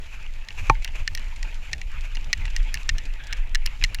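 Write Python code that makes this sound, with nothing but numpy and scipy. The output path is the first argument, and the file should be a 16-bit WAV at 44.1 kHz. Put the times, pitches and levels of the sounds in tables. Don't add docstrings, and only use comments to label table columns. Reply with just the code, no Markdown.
import sys
import numpy as np
from scipy import signal
from scipy.fft import rfft, irfft, next_fast_len
from scipy.io import wavfile
from scipy.ndimage import uniform_filter1d, map_coordinates

SR = 44100
rng = np.random.default_rng(int(sys.argv[2]) if len(sys.argv) > 2 else 0)


def wav_out(sig):
    wavfile.write(sys.argv[1], SR, np.round(np.clip(np.atleast_2d(sig).T, -1, 1) * 32767).astype(np.int16))


N = 176400

# t/s, level/dB
BUFFET_LEVELS = [(0.0, -32), (0.9, -26), (1.75, -26.5), (2.25, -24), (2.7, -23.5), (3.15, -27),
                 (4.0, -25.5)]
# centre t/s, peak level/dB
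THUDS = [(0.619, -33), (0.714, -27), (1.0, -39), (1.12, -35.5), (2.389, -31.5), (2.46, -37), (2.77, -36),
         (2.931, -30), (3.83, -33)]
LURCHES = [(0.726, -15), (2.458, -19.5), (2.622, -14.5), (2.932, -16.5), (3.398, -18.5), (3.85, -14.5)]
# f/Hz, relative level/dB
BUFFET_SPECTRUM = [(7, -14.5), (21, 6), (38, -6.5), (90, -30), (200, -80)]
DRUMMING_SPECTRUM = [(30, -46), (55, 11.5), (80, 5.5), (115, -2), (160, -10.5), (240, -21), (400, -22.5),
                     (800, -20.5), (2000, -82)]
THUD_SPECTRUM = [(30, 3.5), (85, 5.5), (170, -9.5), (260, -21.5), (1000, -53)]
# t/s, relative middle level/dB, treble level/dB
HISS_LEVELS = [(0.0, -53.5, -60), (0.46, -52.5, -63.5), (0.61, -55.5, -56), (0.71, -50.5, -61),
               (1.47, -49, -58), (1.83, -52, -61), (2.41, -46.5, -58.5), (2.88, -49, -59.5),
               (3.01, -49.5, -60), (3.4, -51, -65), (3.58, -51, -66.5), (3.83, -49, -54.5), (4.0, -53, -65)]
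# centre t/s, length/s, peak level/dB
SURGES = [(0.142, 0.052, -43), (0.592, 0.035, -35.5), (0.667, 0.085, -40.5), (0.959, 0.021, -36),
          (0.996, 0.041, -41.5), (1.645, 0.05, -47.5), (2.051, 0.033, -40.5), (2.807, .04, -42.5),
          (3.386, 0.03, -45.5)]
# f/Hz, relative level/dB
MIDDLE_SPECTRUM = [(100, 4), (400, -12), (620, -9.5), (780, -10.5), (895, -2), (1000, -9), (1400, -6.5),
                   (2100, -0.5), (2500, 2), (2900, -3.5), (3500, -10), (5000, -28), (9000, -54)]
TREBLE_SPECTRUM = [(2000, -21), (3800, 2.5), (5200, -0.5), (7400, 0), (8500, -22), (9500, -12.5),
                   (12000, -12.5), (15000, -24), (15600, -51)]
SURGE_SPECTRUM = [(200, -16.5), (890, -7), (1050, -6.5), (1900, -5.5), (2550, 6), (3200, -12), (5000, -19),
                  (6200, -14), (7400, -17.5), (8600, -29.5), (11800, -26), (15000, -45)]
AIR_SPECTRUM = [(3000, -8), (8000, -7), (15200, -12), (15700, -38)]
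# t/s, level/dB
STONES = [(0.8232, -39), (1.361, -41), (1.486, -57), (1.544, -40), (2.009, -41), (2.4542, -37),
          (2.502, -41.5), (2.629, -42), (3.054, -39), (3.238, -41), (3.27, -39), (3.3695, -41.5)]
# t/s, f/Hz, level/dB
BRAKE_RUB = [(3.17, 1470, -73), (3.2, 1580, -44.5), (3.23, 1660, -50), (3.275, 1740, -51),
             (3.31, 1540, -41.5), (3.35, 1720, -49), (3.38, 1780, -64)]
# f/Hz, relative level/dB
GRAVEL_SPECTRUM = [(1200, -35), (2500, 7), (7300, -0.5), (8600, -10.5), (11500, -18), (15000, -41)]
RASP_SPECTRUM = [(1200, -9), (2400, 0), (3900, -6), (5500, -35)]
CRACK_SPECTRUM = [(150, -21), (1000, -4), (2000, 0), (6500, 6), (8600, -14), (15000, -52)]
SNAP_SPECTRUM = [(3000, -10), (5000, 6), (7500, -21.5), (9500, -3), (11900, -15.5), (14800, -8),
                 (16300, -25)]
# t/s, level/dB, ring f/Hz
TAPS = [(.264, -32, 2840), (0.5058, -28.5, 2760), (0.753, -31, 2200), (0.853, -26.5, 2080),
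        (0.877, -26, 2870), (1.1815, -31, 2840), (2.1699, -22, 2820), (2.4542, -26.5, 1910),
        (2.4798, -27.5, 2670), (2.773, -24, 2750), (3.327, -18.5, 2860), (3.6733, -22, 2750),
        (3.814, -28, 2500), (3.8248, -19.5, 2430), (3.9868, -29, 2760)]
# ratio to the ring frequency, level/dB, t60/s
TAP_MODES = [(.7, -8, 0.011), (1.001, 5.5, 0.011), (1.55, -7, 0.0059), (2.1, -8, 0.0066)]
# f/Hz, level/dB, t60/s
MOUNT_MODES = [(107.4, -14.5, 0.095), (156, -22, 0.047), (306, -13, 0.023), (494, -12, 0.014),
               (810, -10.5, 0.044), (896, -12.5, 0.081), (1078, -2, 0.024), (1194, 4, 0.0076),
               (1830, -15.5, 0.027), (2420, -5, 0.017)]
CASE_MODES = [(1860, -6.5, 0.025), (2105, -8, 0.016), (2245, -8.5, 0.017), (2763, -11.5, 0.023),
              (3215, -13.5, .012), (4134, -9, 0.013), (5090, -14.5, 0.015), (5285, -6.5, 0.0062),
              (5750, -8, 0.0076), (6420, -19, 0.0043), (6930, -4.5, 0.0027)]
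CONTACT_MODES = [(5400, -3, 0.0044), (6460, -11.5, 0.0043)]
# t/s, level/dB, snap trim/dB, rebound delay/s, rebound re strike/dB
CLICKS = [(0.4862, -23.5, -17, .003, -33), (0.6971, -13.5, -13, 0.0034, -13), (0.8462, -19, 2.5, .0018, -8),
          (1.077, -11.5, -24, 0.0048, -23), (1.1503, -20.5, 7.5, .002, -17),
          (1.1751, -24.5, -30, 0.0034, -16), (1.4273, -33.5, -38, 0.0019, 10.5),
          (1.7311, -14.5, -35, 0.0033, -3), (1.815, -20.5, -39, .003, -33), (2.15, -32, -3, 0.0043, 7),
          (2.33, -6.5, -17, 0.0035, -5), (2.5642, -15, -49, 0.0099, -18), (2.7427, -17, 1, 0.0093, -7.5),
          (2.8915, -7.5, -33, 0.0038, -4.5), (2.983, -22, -20, 0.0036, -5), (3.3268, -22, -1, 0.0048, 1),
          (3.548, -11.5, -9, 0.0062, 1), (3.6587, -19.5, -4, 0.0023, -29), (3.6622, -19, 8, .002, -4.5),
          (3.8392, -4, -13.5, 0.0073, -9), (3.9461, -20, 6, 0.0035, -4.5)]


def amp(db):
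    return 10 ** (np.asarray(db) / 20)


def unit(x):
    return x / np.sqrt(np.mean(x ** 2) + 1e-20)


def curves(rows):
    times, *columns = np.transpose(rows)
    return [np.interp(np.arange(N) / SR, times, column) for column in columns]


def wobble(knots_per_s):
    return map_coordinates(rng.standard_normal(1000), [np.arange(N) * knots_per_s / SR + 2], mode="wrap")


def swells(rows):
    t = np.arange(N) / SR
    return sum(amp(db) * np.exp(-(2 * (t - s) / length) ** 2) for s, length, db in rows)


def noise(spectrum):
    size = next_fast_len(N + 8192)
    hz, db = np.transpose(spectrum)
    gain = amp(np.interp(np.log(np.fft.rfftfreq(size, 1 / SR) + 1), np.log(hz), db))
    return unit(irfft(rfft(rng.standard_normal(size)) * gain, size)[:N])


def patchy(x, depth_db):
    frames = signal.stft(x, nperseg=512)[2]
    patches = uniform_filter1d(rng.standard_normal(frames.shape), size=5, axis=0)
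    patches = uniform_filter1d(patches, size=8, axis=1)
    return unit(signal.istft(frames * amp(depth_db * unit(patches)), nperseg=512)[1][:N])


def add(track, s, sound):
    part = track[max(round(s * SR), 0):][:len(sound)]
    part += sound[:len(part)]


def ring(modes, attack_s, scatter_db, detune, count=2200):
    hz, db, t60 = np.transpose(modes)[:, :, None]
    t = np.arange(count) / SR
    size, pitch = rng.standard_normal((2, len(modes), 1))
    sign = (-1) ** np.arange(len(modes))[:, None]
    decays = amp(db + scatter_db * size - 60 * t / t60)
    waves = sign * decays * np.sin(2 * np.pi * hz * (1 + detune * pitch) * t)
    return waves.sum(0) * (1 - np.exp(-t / attack_s))


def burst(source, t60_s, count=900):
    return source[rng.integers(N - count):][:count] * amp(-60 * np.arange(count) / SR / t60_s)


def rumble(gust_db=1.5, drumming_db=-49.5, thud_s=.06):
    buffeting = amp(curves(BUFFET_LEVELS)[0] + gust_db * wobble(21)) * noise(BUFFET_SPECTRUM)
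    drumming = amp(drumming_db + 5.3 * wobble(22)) * noise(DRUMMING_SPECTRUM)
    thuds = swells([(s, thud_s, db) for s, db in THUDS]) * noise(THUD_SPECTRUM)
    return buffeting + drumming + thuds


def lurches(swing_hz=29.35, length_s=.076):
    t = np.arange(N) / SR
    return sum(swells([(s, length_s, db)]) * np.sin(2 * np.pi * (swing_hz * t + rng.random()))
               for s, db in LURCHES)


def hiss(air_db=-70.5):
    middle_db, treble_db = curves(HISS_LEVELS)
    flutter_db = 1.8 * wobble(22) + 1.7 * wobble(90)
    middle = amp(middle_db + 3.0 + flutter_db) * patchy(noise(MIDDLE_SPECTRUM), depth_db=3)
    treble = amp(treble_db + .5 * flutter_db) * noise(TREBLE_SPECTRUM)
    surges = swells(SURGES) * noise(SURGE_SPECTRUM)
    return middle + treble + surges + amp(air_db) * noise(AIR_SPECTRUM)


def grit(ticks_per_s=70, above_hiss_db=4.5, spread_db=4.3):
    out, gravel = np.zeros(N), noise(GRAVEL_SPECTRUM)
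    treble_db = curves(HISS_LEVELS)[1]
    gaps, sizes = rng.exponential(size=(1400, 2)).T
    for s, size in zip(np.cumsum(gaps) / ticks_per_s, np.minimum(sizes, 4)):
        tick = burst(gravel, t60_s=.012, count=400)
        if s < N / SR:
            add(out, s, amp(treble_db[int(s * SR)] + above_hiss_db + spread_db * size) * tick)
    return out


def stones(t60_s=.03, mean_skip_s=.0064, skip_db=-7.5):
    out, gravel = np.zeros(N), noise(GRAVEL_SPECTRUM)
    for s, db in STONES:
        add(out, s, amp(db) * burst(gravel, t60_s))
        add(out, s + mean_skip_s * rng.uniform(.5, 1.5), amp(db + skip_db) * burst(gravel, t60_s))
    return out


def brake_rub(jitter=.058, octave_db=-7.5, rasp_db=-3.5):
    hz, db = curves(BRAKE_RUB)
    t = np.arange(N) / SR
    phase = 2 * np.pi * np.cumsum(hz * (1 + jitter * wobble(500))) / SR
    tone = unit(np.sin(phase) + amp(octave_db) * np.sin(2 * phase))
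    rubbing = (t > BRAKE_RUB[0][0]) * (t < BRAKE_RUB[-1][0])
    return amp(db) * (tone + amp(rasp_db) * noise(RASP_SPECTRUM)) * rubbing


def mount_knock(at_s=.6978, gain_db=2.5):
    out = np.zeros(N)
    blow = ring(MOUNT_MODES, attack_s=.00092, scatter_db=1.5, detune=.0018, count=7000)
    add(out, at_s, amp(gain_db) * blow)
    return out


def settling_taps(scuff_db=-12.5):
    out, friction = np.zeros(N), noise(MIDDLE_SPECTRUM)
    for s, db, ring_hz in TAPS:
        modes = [(ratio * ring_hz, level, t60) for ratio, level, t60 in TAP_MODES]
        body = ring(modes, attack_s=.0005, scatter_db=1.5, detune=.015)
        scuff = amp(scuff_db) * burst(friction, t60_s=.053, count=len(body))
        add(out, s, amp(db) * (body + scuff))
    return out


def loose_part_clicks(contact_db=-2.5, crack_db=-11, snap_db=-5, low_cut_hz=1100):
    out, snap, crack = np.zeros(N), noise(SNAP_SPECTRUM), noise(CRACK_SPECTRUM)
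    for s, db, snap_trim_db, rebound_s, rebound_db in CLICKS:
        contact = ring(CONTACT_MODES, attack_s=.0001, scatter_db=1, detune=.03)
        add(out, s, amp(db + contact_db) * contact)
        for hit_s, hit_db in ((s, db), (s + rebound_s, db + rebound_db)):
            add(out, hit_s, amp(hit_db) * ring(CASE_MODES, attack_s=.00018, scatter_db=2, detune=.028))
            add(out, hit_s, amp(hit_db + crack_db) * burst(crack, t60_s=.013))
        add(out, s, amp(db + snap_trim_db + snap_db) * burst(snap, t60_s=.006))
    return signal.sosfilt(signal.butter(2, low_cut_hz, "highpass", fs=SR, output="sos"), out)


def scene():
    background = rumble() + lurches() + hiss()
    bike = brake_rub() + loose_part_clicks() + settling_taps() + mount_knock() + grit() + stones()
    return (background + bike)[None]


def record(dry, ceiling=.95, top_hz=16500):
    rounded = dry / (1 + np.abs(dry / ceiling) ** 6) ** (1 / 6)
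    size = next_fast_len(N + 8192)
    in_band = np.fft.rfftfreq(size, 1 / SR) < top_hz
    return irfft(rfft(rounded, size) * in_band, size)[..., :N]


dry = scene()
out = record(dry)
wav_out(out)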